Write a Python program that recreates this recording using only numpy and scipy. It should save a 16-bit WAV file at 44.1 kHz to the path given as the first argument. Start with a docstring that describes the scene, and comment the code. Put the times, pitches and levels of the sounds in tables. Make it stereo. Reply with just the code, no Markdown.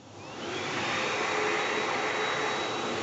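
"""Tiled washroom, mono phone microphone, direct air sound 12 dB over the room: a recessed hand dryer spins up.
First the motor windings buzz at twice the mains rate while they pull hard; the nine-blade impeller's whine climbs
from 1.5 to 3.9 kHz at blade rate as turbulent air builds to a roar through the recess resonances, with jet hiss.
From about half a second a hand under the outlet makes a breathy hollow, a noise-broadened tone whose pitch drifts;
after one second the shaft hum, a tone once a turn, sets in, and near the end the hollow fades."""
import sys
import numpy as np
from scipy import signal
from scipy.fft import rfft, irfft
from scipy.io import wavfile
from scipy.ndimage import uniform_filter1d

SR = 44100
rng = np.random.default_rng(int(sys.argv[2]) if len(sys.argv) > 2 else 0)


def master(y):
    """Save y as 16-bit WAV."""
    cut = np.clip(np.atleast_2d(y).T, -1, 1)
    pcm = np.round(cut * 32767)  # scale
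    wavfile.write(sys.argv[1], SR, pcm.astype(np.int16))


def linear_from_db(decibels):
    """Turn decibels (scalar or array-like) into linear amplitude factors; 0 gives 1."""
    return 10 ** (np.asarray(decibels, float) / 20)


N = 133182  # samples, about 3.02 s


def curve(table, col=1):
    """A table column as a control signal, its corners rounded over 20 ms."""
    rows = np.array(table, float)
    line = np.interp(np.arange(N) / SR, rows[:, 0], rows[:, col])
    return uniform_filter1d(line, size=882, mode="nearest")


def flutter(width_hz):
    """Complex noise of the given bandwidth, rms 1: it ruffles a tone's level and phase."""
    noise = rng.standard_normal(N) + 1j * rng.standard_normal(N)
    lowpass = signal.butter(2, width_hz / 2, fs=SR, output="sos")
    slow = signal.sosfilt(lowpass, noise)
    return slow / np.std(slow)


def walk(rate):
    """Wandering level: random values held 1 / rate s and slewed twice; spread near 1."""
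    hold = int(SR / rate)
    steps = np.repeat(rng.standard_normal(N // hold + 1), hold)
    slewed = uniform_filter1d(uniform_filter1d(steps, hold), hold)
    return 1.3 * slewed[:N]


# impeller speed as blade-pass rate: time_s, pitch_hz
BLADE_RATE = [(0, 1500), (.1, 2040), (.22, 2460), (.29, 2675), (.44, 3030), (.58, 3335), (.66, 3450),
              (.8, 3605), (.94, 3706), (1.09, 3770), (1.31, 3818), (1.6, 3846), (1.85, 3854), (2.1, 3861),
              (2.6, 3865), (3.02, 3869)]
# whine, swelling where the housing resonates and as the hand moves: time_s, level_db (rms before ruffling)
WHINE_LEVEL = [(0, -80), (.175, -76), (.2, -60), (.22, -56), (.26, -54), (.28, -56), (.3, -53), (.35, -55),
               (.39, -64), (.44, -43), (.47, -50), (.51, -62), (.56, -45), (.65, -48), (.69, -53),
               (.76, -49), (.81, -54), (.86, -47), (.94, -45), (1.02, -48), (1.12, -46), (1.21, -48),
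               (1.27, -49), (1.31, -45), (1.34, -48), (1.365, -56), (1.39, -48), (1.45, -52), (1.48, -45),
               (1.5, -51), (1.52, -47), (1.55, -58), (1.6, -43), (1.67, -43), (1.72, -51), (1.77, -44),
               (1.85, -45), (1.92, -53), (2.02, -49), (2.14, -46), (2.29, -41), (2.44, -45), (2.5, -43),
               (2.7, -43), (2.76, -46), (2.9, -45), (2.925, -57), (2.98, -50), (3.02, -54)]
# unevenness of the whine, strongest while the impeller speeds up: time_s, share (0-1)
WHINE_UNEVENNESS = [(0, .5), (.55, .45), (.7, .3), (3.02, .3)]
# second harmonic of the whine: time_s, level_db (rms)
OCTAVE_LEVEL = [(0, -85), (.21, -80), (.24, -59), (.28, -60), (.31, -80), (1.3, -84), (1.6, -73),
                (2.0, -79), (3.02, -80)]
# shaft hum, setting in as the shaft rate nears a casing resonance: time_s, level_db (rms before ruffling)
SHAFT_LEVEL = [(0, -72), (.5, -60), (1.0, -56), (1.06, -41), (1.12, -44), (1.19, -38), (1.28, -46),
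               (1.33, -38), (1.43, -35), (1.6, -39), (1.67, -36), (1.72, -39), (1.79, -36), (1.9, -44),
               (2.04, -46), (2.08, -37), (2.13, -44), (2.17, -37), (2.24, -35), (2.31, -46), (2.45, -36),
               (2.52, -44), (2.56, -40), (2.62, -49), (2.7, -42), (2.76, -46), (2.85, -42), (2.91, -37),
               (2.96, -45), (3.02, -37)]


def rotor():
    """Blade whine, its octave and the once-a-turn shaft hum, locked to one speed; flow ruffles whine and hum."""
    blades = 9
    turn = 2 * np.pi * np.cumsum(curve(BLADE_RATE)) / SR / blades  # shaft angle, rad
    whine_ruffle = 1 + curve(WHINE_UNEVENNESS) * flutter(45)
    whine = linear_from_db(curve(WHINE_LEVEL)) * whine_ruffle * np.exp(1j * blades * turn)
    octave = linear_from_db(curve(OCTAVE_LEVEL)) * np.exp(2j * blades * turn)
    hum_ruffle = 1 + 0.5 * flutter(40)
    hum = linear_from_db(curve(SHAFT_LEVEL)) * hum_ruffle * np.exp(1j * turn)
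    return np.sqrt(2) * np.real(whine + octave + hum)


# air by register, used relative to each register's mean over the second half:
# time_s, then level_db around 200, 400, 900, 1600, 2300, 3000 and 5600 Hz
AIR_LEVELS = [(0, -58, -60, -62, -69, -73, -67, -63), (.1, -54, -56, -55, -64, -70, -66, -61),
              (.2, -49.5, -53, -49.5, -60, -65, -62, -57), (.3, -46, -49, -46, -55, -59, -56, -55),
              (.45, -43.5, -42, -41.5, -49, -52, -49, -51), (.6, -44, -43, -39, -44, -44, -46, -47),
              (.8, -43, -42, -36, -41, -40, -44, -45), (1, -42, -42, -36, -40, -40, -42, -44),
              (1.25, -46, -41, -35, -40, -39, -45.5, -44.5), (1.42, -46, -41, -35, -39.5, -39, -47, -44.5),
              (1.58, -46, -41, -35, -39, -38, -44, -45), (1.72, -46, -39.5, -35, -39.5, -40, -46, -46.5),
              (1.9, -46, -43, -35, -40, -42, -47, -47), (2.2, -47, -43, -34, -39, -41, -47, -47),
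              (2.5, -46, -43, -34.5, -40, -42, -47, -46), (2.75, -45, -44, -36, -45, -47, -47, -47),
              (2.9, -43, -43, -36.5, -45, -47, -47, -46.5), (2.97, -41, -43, -36.5, -45, -47, -47, -46),
              (3.02, -38, -39, -36, -45, -46, -47, -46)]
# register centres: pitch_hz
REGISTER_CENTRES = [200, 400, 900, 1600, 2300, 3000, 5600]
# colour of the turbulence, only its shape counts: pitch_hz, density_db (per Hz)
AIR_SHAPE = [(40, -46), (70, -28), (95, -15.5), (200, -11), (270, -9), (371, -7.5), (590, -10), (740, -7.5),
             (900, -6.5), (990, -8.5), (1060, -9.5), (1180, -9.5), (1500, -11), (2010, -12), (2600, -14.5),
             (2940, -18.5), (3800, -19.5), (4000, -22.5), (4800, -26), (5600, -24.5), (6850, -24.5),
             (7400, -29.5), (7900, -44.5), (8400, -60.5), (9000, -80)]
# resonances of the recess and duct: pitch_hz, width_hz, height_db (peak over the colour, before RING_BUILD)
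RECESS_RESONANCES = [(341, 14, 6), (428, 22, 4), (500, 16, 7.5), (521, 11, 8), (750, 30, 5), (826, 22, 5),
                     (1104, 40, 6), (1191, 60, 4), (1322, 60, 3), (1864, 30, 4), (1995, 25, 4),
                     (2050, 45, 4), (2212, 20, 5), (2490, 30, 5), (2735, 45, 4), (3119, 40, 3),
                     (3418, 50, 3), (4390, 90, 6.5), (4560, 50, 3), (5220, 60, 4), (5572, 60, 4),
                     (5840, 50, 4)]
# the resonances ring more as the flow builds: time_s, level_db
RING_BUILD = [(0, -4), (.5, -2.5), (.9, 0), (3.02, 0)]


def air():
    """Turbulence in third-octave bands plus recess resonances; all follow their register, each wanders in level."""
    steady_db = -31.5  # nominal rms of the settled air, before wandering
    surge_db, surges_per_s = 2.6, 14  # of the resonances
    f = np.arange(N // 2 + 1) * SR / N + 1  # 1 Hz up, so that the logarithm exists
    shape = np.array(AIR_SHAPE)
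    colour = linear_from_db(np.interp(np.log(f), np.log(shape[:, 0]), shape[:, 1]))
    rings = []  # extra power of each resonance, relative to the colour
    for hz, width_hz, height_db in RECESS_RESONANCES:
        extra_power = linear_from_db(2 * max(height_db, 0)) - 1
        rings.append(extra_power / (1 + (2 * (f - hz) / width_hz) ** 2))
    turbulence = rfft(rng.standard_normal(N)) * colour
    ringing = rfft(rng.standard_normal(N)) * colour
    scale = linear_from_db(steady_db) / np.std(irfft(turbulence * np.sqrt(1 + sum(rings)), N))

    count = len(REGISTER_CENTRES)
    levels = np.array([curve(AIR_LEVELS, col=k + 1) for k in range(count)])
    levels = levels - levels[:, N // 2:].mean(axis=1, keepdims=True)

    def register(log_hz):
        """Level course in dB at a pitch, blended from the neighbouring registers."""
        weights = [np.interp(log_hz, np.log(REGISTER_CENTRES), row) for row in np.eye(count)]
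        return weights @ levels

    out = 0
    third = np.log(2) / 3
    for step in range(24):
        centre = np.log(45) + step * third
        distance = np.clip((np.log(f) - centre) / third, -1, 1)
        share = np.cos(distance * np.pi / 2) ** 2  # neighbouring bands sum to 1
        wander_db = 1.8 if centre < np.log(3000) else 0.6
        band = irfft(turbulence * share, N)
        out = out + band * linear_from_db(register(centre) + wander_db * walk(7))
    for (hz, _, _), ring in zip(RECESS_RESONANCES, rings):
        # random phases make each resonance's noise its own
        turned = ringing * np.exp(2j * np.pi * rng.random(len(f)))
        tone = irfft(turned * np.sqrt(ring), N)
        level_db = register(np.log(hz)) + curve(RING_BUILD) + surge_db * walk(surges_per_s)
        out = out + tone * linear_from_db(level_db)
    return scale * out


# hollow between hand and outlet, blown by the jet: time_s, pitch_hz (centre), level_db (before the room)
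HAND_HOLLOW = [(0, 2350, -85), (.45, 2350, -66), (.6, 2350, -45), (.9, 2400, -43), (1.12, 2460, -40),
               (1.3, 2420, -44), (1.42, 2100, -44), (1.58, 2060, -40), (1.75, 2050, -46), (2.1, 2070, -43),
               (2.45, 2000, -43), (2.62, 1950, -46), (2.75, 1950, -62)]


def hollow():
    """A breathy resonance, noise 240 Hz wide, whose pitch follows the gap between hand and outlet."""
    phase = 2 * np.pi * np.cumsum(curve(HAND_HOLLOW)) / SR
    breath = np.real(flutter(240) * np.exp(1j * phase))
    return np.sqrt(2) * linear_from_db(curve(HAND_HOLLOW, col=2)) * breath


# winding buzz: time_s, level_db (rms)
BUZZ_LEVEL = [(0, -79), (.06, -57.5), (.22, -52.5), (.28, -71), (.41, -59.5), (.6, -57), (.68, -63),
              (3.02, -67)]


def windings():
    """Twice-mains buzz of the motor windings: a sine at a fixed pitch."""
    buzz_hz = 101.3
    tone = np.sin(2 * np.pi * buzz_hz * np.arange(N) / SR)
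    return np.sqrt(2) * linear_from_db(curve(BUZZ_LEVEL)) * tone


def room(x):
    """Tiled walls: a dense decaying noise tail after 4 ms."""
    t60_s, tail_db = 0.4, -12
    t = np.arange(SR // 2) / SR
    tail = rng.standard_normal(len(t)) * linear_from_db(-60 * t / t60_s) * (t > 0.004)
    tail = tail / np.sqrt(np.sum(tail ** 2))
    return x + linear_from_db(tail_db) * signal.fftconvolve(x, tail)[:N]


def scene():
    """Air and hollow sound in the room; rotor and windings are heard direct; both channels are alike."""
    mono = rotor() + room(air() + hollow()) + windings()
    return np.array([mono, mono])


def band_limit(x):
    """A steep low-pass at the top of the band."""
    return signal.sosfilt(signal.butter(12, 8500, fs=SR, output="sos"), x)


def record(dry):
    """A mono phone microphone with a steep elliptic cut at 8480 Hz."""
    steep_cut = signal.ellip(8, 0.2, 70, 8480, fs=SR, output="sos")
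    finished = signal.sosfilt(steep_cut, dry)
    return band_limit(finished)


dry = scene()
out = record(dry)
master(out)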